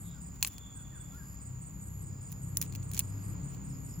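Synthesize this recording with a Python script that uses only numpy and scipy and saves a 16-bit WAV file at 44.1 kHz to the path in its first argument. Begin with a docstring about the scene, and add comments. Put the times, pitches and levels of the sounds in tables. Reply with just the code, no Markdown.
"""On dry grass, a green seed pod is snapped and torn open by hand, close to the microphone.
Its fibres crack in short runs that make the pod ring, and fingers rub along its skin.
Crickets, a katydid and other insects sing all round by scraping their wings.
Birds call far off, and a distant engine swells over a low rumble of air."""
import sys
import numpy as np
from scipy import signal
from scipy.fft import rfft, irfft
from scipy.io import wavfile
from scipy.ndimage import uniform_filter1d

SR = 44100
rng = np.random.default_rng(int(sys.argv[2]) if len(sys.argv) > 2 else 0)


def master(y):
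    """Save y as 16-bit WAV."""
    cut = np.clip(np.atleast_2d(y).T, -1, 1)
    pcm = np.round(cut * 32767)  # scale
    wavfile.write(sys.argv[1], SR, pcm.astype(np.int16))


N = 176400
T = np.arange(N) / SR
FREQS_HZ = np.fft.rfftfreq(N, 1 / SR)


def amp(db):
    """Turn decibels into a gain to multiply by."""
    return 10 ** (np.asarray(db) / 20)


def unit(x):
    """Scale a signal to an average (rms) level of 1."""
    return x / np.sqrt(np.mean(x ** 2) + 1e-20)


def curve(rows):
    """Join (time_s, value) points with straight lines."""
    return np.interp(T, *np.transpose(rows))


def pan(db):
    """Left and right gains; positive db makes the left louder."""
    return amp(np.array([[db], [-db]]) / 2)


def apart(x, lag_s):
    """Make a stereo pair whose right side is late."""
    return np.array([x, irfft(rfft(x) * np.exp(-2j * np.pi * FREQS_HZ * lag_s), N)])


def add(out, start_s, x):
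    """Mix x into out, beginning at start_s."""
    first = max(int(round(start_s * SR)), 0)
    part = out[..., first:first + x.shape[-1]]
    part += x[..., :part.shape[-1]]


def drift(hz):
    """A random wander of size 1, mostly slower than hz."""
    return unit(irfft(rfft(rng.standard_normal(N)) / (1 + (FREQS_HZ / hz) ** 2), N))


def resonate(x, hz, width_hz):
    """Let x ring at one pitch."""
    r = np.exp(-np.pi * width_hz / SR)
    feedback = [1, -2 * r * np.cos(2 * np.pi * hz / SR), r * r]
    return signal.lfilter(np.array([1, 0, -1]) * (1 - r * r) / 2, feedback, x + 1e-18)


def colour(pair, spectrum):
    """Shape two unrelated signals into stereo sound of level 1 with the given spectrum."""
    # how alike left and right are: pitch_hz, likeness (0 to 1)
    likeness = [(60, 0.89), (130, 0.74), (280, 0.63), (600, 0.18), (1300, 0), (2500, 0.48), (5000, 0),
                (7000, 0), (10000, 0), (15000, 0.42)]
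    db, alike = [np.interp(np.log(FREQS_HZ + 1), np.log(hz), values)
                 for hz, values in (np.transpose(spectrum), np.transpose(likeness))]
    mid, side = rfft(pair) * amp(db)
    return unit(irfft(np.sqrt(1 + alike) * mid + np.sqrt(1 - alike) * side * [[1], [-1]], N))


def noise(spectrum):
    """Steady stereo noise with the given spectrum."""
    return colour(rng.standard_normal((2, N)), spectrum)


def narrow(hz, width_hz):
    """Noise gathered round one pitch."""
    x = rng.standard_normal(N)
    for _ in range(3):
        x = resonate(x, hz, 2 * width_hz)
    return unit(x)


def burst(decay_s, channels=2):
    """A puff of noise that dies away, with a total energy of 1."""
    t = T[:int(7 * decay_s * SR) + 2]
    x = rng.standard_normal((channels, len(t))) * np.exp(-t / decay_s)
    return x / np.sqrt(np.sum(x ** 2, axis=1, keepdims=True))


def echoes(x, decay_s, db):
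    """Many reflections of x blur into a fading tail."""
    return amp(db) * signal.fftconvolve(np.atleast_2d(x), burst(decay_s), axes=1)[:, :N]


def swell(start_s, length_s):
    """One smooth rise and fall."""
    return np.sin(np.pi * np.clip((T - start_s) / length_s, 0, 1))


def note(length_s, from_hz, to_hz, arch_hz=0):
    """A slightly rough whistle that glides straight or in an arch."""
    progress = np.linspace(0, 1, int(length_s * SR))
    arch = np.sin(np.pi * progress)
    hz = from_hz + (to_hz - from_hz) * progress + arch_hz * arch
    rough = unit(uniform_filter1d(rng.standard_normal(len(progress)), size=40))
    return np.abs(arch) ** 0.63 * np.sin(2 * np.pi * np.cumsum(hz * (1 + .008 * rough)) / SR)


def engine():
    """A far engine hums at wavering multiples of its firing rate, over road rumble."""
    # how fast it fires: time_s, rate_hz
    firing = [(0, 34), (1, 33), (2, 32.5), (2.8, 32.5), (3.4, 34), (4, 32.5)]
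    # its overall loudness: time_s, level_db
    loudness = [(0.0, -47), (0.41, -48.5), (1.56, -48), (2.15, -41.5), (2.17, -44.5), (2.68, -39),
                (3.24, -41.5), (3.25, -39), (4.0, -41)]
    # the tones in the hum: multiple, level_db
    tones = [(2, -15), (3, -5.5), (4, -6.5), (5, -9.5), (6, -15.5), (7, -26), (8, -21.5)]
    # the road rumble's spectrum: pitch_hz, level_db
    rumble = [(28, -44), (50, -13), (90, -2.5), (140, 4.5), (190, -4), (240, -20), (280, -8.5),
              (350, -18.5), (500, -22), (800, -36.5), (2000, -74)]
    phase = 2 * np.pi * np.cumsum(curve(firing) * (1 + 0.01851 * drift(4.063))) / SR
    hum = 0
    for multiple, db in tones:
        waver = amp(4.5 * drift(2.7))
        hum += amp(db) * unit(waver * np.sin(multiple * phase + rng.uniform(0, 2 * np.pi)))
    return amp(curve(loudness)) * (hum + amp(-4.5) * noise(rumble))


def wind():
    """Moving air makes a low, steady rumble."""
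    # the wind's spectrum: pitch_hz, level_db
    spectrum = [(20, -20), (35, -10), (50, 2), (66, 5.5), (85, -7.5), (180, -6.5), (300, -16.5), (600, -43),
                (1500, -80)]
    return amp(-50) * noise(spectrum)


def open_air():
    """A soft rush of air swells a little under a steady high hiss."""
    # the rush's spectrum: pitch_hz, level_db
    rush = [(200, -1), (500, -1), (800, 4), (1150, 6), (1600, -2), (2500, -4.5), (3800, -14), (4700, -6.5),
            (5700, -22), (6500, -2.5), (8300, -11), (9300, -84), (12000, -40)]
    # the rush's loudness: time_s, level_db
    loudness = [(0, -63), (1.2, -62), (2, -63), (2.8, -60.5), (3.4, -58.5), (4, -62)]
    # the hiss's spectrum: pitch_hz, level_db
    hiss = [(6000, -11), (8400, -13), (9300, -60), (10100, -11), (10500, 4), (11600, 4.5), (12400, -7),
            (13200, -11), (14000, 9), (14900, 4.5), (15700, 5), (16100, -31)]
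    return amp(curve(loudness)) * noise(rush) + amp(-69) * noise(hiss)


def insect_choirs():
    """Many insects trill together, each kind on its own pitch."""
    # kinds of insect: pitch_hz, width_hz, level_db, pulse_hz, pulse_depth, pan_db, trend_db_per_s
    kinds = [(6955, 254, -57, 64, 0.3, -3, 0.56), (7275, 283, -61, 29, 0.31, -2.5, -0.6)]
    out = 0
    for hz, width_hz, db, pulse_hz, depth, pan_db, trend in kinds:
        phase = 2 * np.pi * np.cumsum(pulse_hz * (1 + 0.103 * drift(5.33))) / SR
        throb = 1 + depth * np.sin(phase)
        level = amp(db + trend * (T - T.mean()) + 0.12 * drift(.67))
        trill = level * unit(throb * narrow(hz, width_hz))
        out += pan(pan_db) * apart(trill, lag_s=.00003)
    return out


def churring_insect():
    """A far, lower-pitched insect swells and fades about once a second."""
    # its churrs: start_s, length_s, level_db
    churrs = [(0, 0.42, -74), (1.01, 0.57, -73), (1.946, 0.53, -74), (2.92, 0.52, -73)]
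    level = sum(amp(db) * swell(start_s, length_s) for start_s, length_s, db in churrs)
    return level * narrow(hz=4950, width_hz=380)


def katydid(buzz_s=0.34, swell_db=10.5, strokes_per_s=146):
    """Fast, raspy wing strokes make buzzes that swell and stop short."""
    # when each buzz stops: end_s
    buzz_ends = [.105, 1.36, 2.035, 2.63, 3.345, 4.02]
    level = 0
    for end_s in buzz_ends:
        to_go = (end_s - T) / buzz_s
        level += (to_go > 0) * (to_go < 1) * amp(-swell_db * np.clip(to_go, 0, 1) ** 2)
    stroke = 2 * np.pi * strokes_per_s * T
    hz = 11600 - 160 * np.sin(stroke) + 112.3 * drift(200)
    wing = (1 + 0.95 * np.cos(stroke)) * np.sin(2 * np.pi * np.cumsum(hz) / SR)
    rasp = amp(-5.5) * (1 + np.sin(stroke)) * narrow(hz=11270, width_hz=540)
    return amp(-63.5) * uniform_filter1d(level, size=400) * (unit(wing) + rasp)


def cricket(pitch_hz=7757, chirp_s=0.037, spacing_s=0.045):
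    """A cricket's wings make pairs of chirps, each rising and falling in pitch."""
    # when each pair begins: start_s
    pair_starts = [.004, 0.208, 0.749, 0.95, 1.407, 1.609, 1.81, 2.014, 2.213, 2.418, 2.623, 2.827, 3.028,
                   3.23, 3.434, 3.638, 3.839]
    song = np.zeros(N)
    for start_s in pair_starts:
        for delay_s in (0, spacing_s):
            gain = amp(-47.5 + rng.normal(0, 1))
            from_hz, to_hz = rng.normal(pitch_hz, 42, 2)
            add(song, start_s + delay_s, gain * note(chirp_s, from_hz, to_hz, arch_hz=292))
    return pan(-2) * (apart(song, lag_s=.00005) + echoes(song, decay_s=.02, db=-9))


def birds():
    """One hoarse call, whistles and a slowing trill, blurred by distance."""
    # whistled notes: start_s, length_s, from_hz, to_hz, level_db
    whistles = [(0.131, 0.068, 1620, 1320, -66), (0.749, 0.078, 1680, 1370, -67),
                (0.914, 0.078, 1950, 1310, -62), (1.119, 0.06, 1320, 1480, -61.5),
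                (1.173, 0.057, 1760, 1530, -58.5), (3.66, 0.023, 5700, 4800, -74),
                (3.693, 0.027, 5700, 4800, -66), (3.732, 0.0265, 5600, 4700, -65),
                (3.86, 0.023, 5700, 4660, -71.5), (3.884, 0.029, 5700, 4670, -65),
                (3.92, 0.03, 5600, 4700, -63)]
    # the trill's notes: start_s, level_db
    trill = [(.492, -64), (.526, -64.5), (.56, -61), (.603, -60), (.63, -57.5), (.662, -58.5),
             (.695, -59.5), (.737, -67), (.785, -61.5), (.843, -62.5), (.893, -65), (.943, -64),
             (.996, -62), (1.053, -66), (1.108, -65.5)]
    calls = amp(-68) * swell(start_s=0.023, length_s=.15) * narrow(hz=3600, width_hz=440)  # hoarse call
    for start_s, length_s, from_hz, to_hz, db in whistles:
        add(calls, start_s, amp(db) * note(length_s, from_hz, to_hz))
    for start_s, db in trill:
        add(calls, start_s, amp(db) * note(length_s=0.0248, from_hz=3580, to_hz=3312))
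    return calls + echoes(calls, decay_s=.055, db=0)


def pod_rubs(clicks_per_s=2500, spread_db=3):
    """The pod's tearing skin and the sliding fingers give off crowds of tiny clicks."""
    # tears and rubs: start_s, length_s, level_db
    rubs = [(.34, 0.042, -62.5), (0.452, 0.038, -46.5), (0.47, 0.11, -60), (1.125, 0.05, -67),
            (2.284, 0.05, -62), (2.61, 0.06, -53), (2.931, 0.042, -48), (2.966, 0.024, -48),
            (3.493, 0.085, -61.5)]
    # their spectrum: pitch_hz, level_db
    spectrum = [(800, -8), (2900, 0), (4500, -4), (7000, 5), (8700, -16), (10500, 3), (13000, -8),
                (15200, 8), (17000, -18)]
    clicks = (rng.random((2, N)) < clicks_per_s / SR) * rng.choice([-1, 1], (2, N))
    strength = amp(spread_db * np.minimum(rng.exponential(1, (2, N)), 4))
    level = sum(amp(db) * swell(start_s, length_s) for start_s, length_s, db in rubs)
    return level * colour(clicks * strength, spectrum)


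def pod_cracks(snap_s=.0002):
    """Each fibre breaks with a tiny snap that scatters off the hands and makes the pod ring."""
    # fibre breaks: start_s, level_db, body_db (to 5 kHz), bite_db (near 10 kHz), edge_db (near 15 kHz)
    breaks = [(0.4087, -34.5, -1, 2, 15), (0.4273, 2, 3.5, -3.5, 1), (0.432, -11, -4, -8, -5),
              (.4321, -24, -12, -3, 1), (0.4479, -6.5, 7, -3, 2), (0.4669, -17.5, -5, 6, 1),
              (0.4739, -17.5, -4, 11, 13.5), (0.538, -34, -6, 9, 0), (0.582, -24, 3.5, 4, 2),
              (1.146, -33, -3, 5, 3), (1.64, -39, -5, 3, 0), (2.3187, -26.5, -14, 8, 12),
              (2.3259, -24.5, -2.5, 6.5, 0), (2.571, -3, -32, 6, 6), (2.615, -7, -6.5, 5.5, 7),
              (2.6191, -19, 1, 9, 2), (2.6257, -13.5, 1.5, 8.5, 7), (2.6625, -31.5, 2, -5, -2),
              (2.7247, -25.5, 3, 2, -0.5), (2.737, -31, 3, -1, -1), (2.751, -21, 5, 3.5, 8),
              (2.759, -19.5, -2.5, -11, -3), (2.829, -29.5, 1, -2, 0), (2.9152, -21.5, -1, 7, 7),
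              (2.9354, -17.5, -2, 6.5, -5), (2.946, -12, -15, -3, -10), (2.953, -22, -3, -1, 1),
              (2.9675, -18, 3, -3, 3), (2.976, -17, -9, -4, 0), (2.9767, -13, -1, -10, -2),
              (2.9782, -18, -1, -5, -4), (2.982, -18, -7, -4, 0), (2.9925, -4.5, -12, 13, 6),
              (2.997, -14, 5.5, -8, -7), (3.005, -18.5, 6, 4, -3), (3.547, -27, -4, -23, -8)]
    # the pod's ringing tones: pitch_hz, width_hz, level_db, left_lead_s, pan_db
    tones = [(1140, 230, -19.5, -.00003, -7), (2690, 370, -4, .000066, 6), (3480, 440, -8, .000025, 2),
             (4290, 420, -1.5, .000056, 3.5), (4960, 300, -5, .000067, 7.5), (6330, 330, -0.5, .000046, -2),
             (7090, 630, 4, .000035, -4), (8380, 560, -2, .000057, 2.5), (10150, 720, -3, .000084, -3),
             (11130, 700, -6, .0001, 4), (14400, 550, -4, -0.0044, 3), (15070, 590, -0.5, -0.0083, 0)]
    kicks = np.zeros((len(tones), 2, N))  # what sets each tone ringing, left and right
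    for start_s, db, body_db, bite_db, edge_db in breaks:
        snap = burst(snap_s, channels=1)[0]
        snap = irfft(np.exp(1j * np.angle(rfft(snap, 2 * len(snap)))))  # equal energy at every pitch
        scatter = amp(-3) * burst(decay_s=0.0021)
        jitter_s = rng.normal(0, .000015)
        spectrum = np.transpose([(1100, 2.52 * body_db), (2600, body_db), (5000, body_db), (6200, 0),
                                 (7500, 0), (10000, bite_db), (11500, bite_db), (14000, edge_db)])
        for kick, (hz, _, _, lead_s, _) in zip(kicks, tones):
            gain = amp(2.5 + db + np.interp(hz, *spectrum))
            add(kick[0], start_s - lead_s - jitter_s, gain * snap)
            add(kick[1], start_s, gain * snap)
            add(kick, start_s + snap_s, gain * scatter)
    ring = sum(amp(db) * pan(pan_db) * resonate(kick, hz, width_hz)
               for kick, (hz, width_hz, db, _, pan_db) in zip(kicks, tones))
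    return ring + echoes(ring, decay_s=0.021, db=-23.5)


def scene():
    """The pod in front, the field behind."""
    bass = pan(2) * (engine() + wind())
    pod = pod_cracks() + pod_rubs()
    insects = cricket() + katydid() + insect_choirs() + churring_insect()
    return bass + pod + insects + birds() + open_air()


def record(dry, stop_hz=17400):
    """Cut away the very highest treble steeply."""
    return signal.sosfilt(signal.cheby2(16, 70, stop_hz, fs=SR, output="sos"), dry)


dry = scene()
out = record(dry)
master(out)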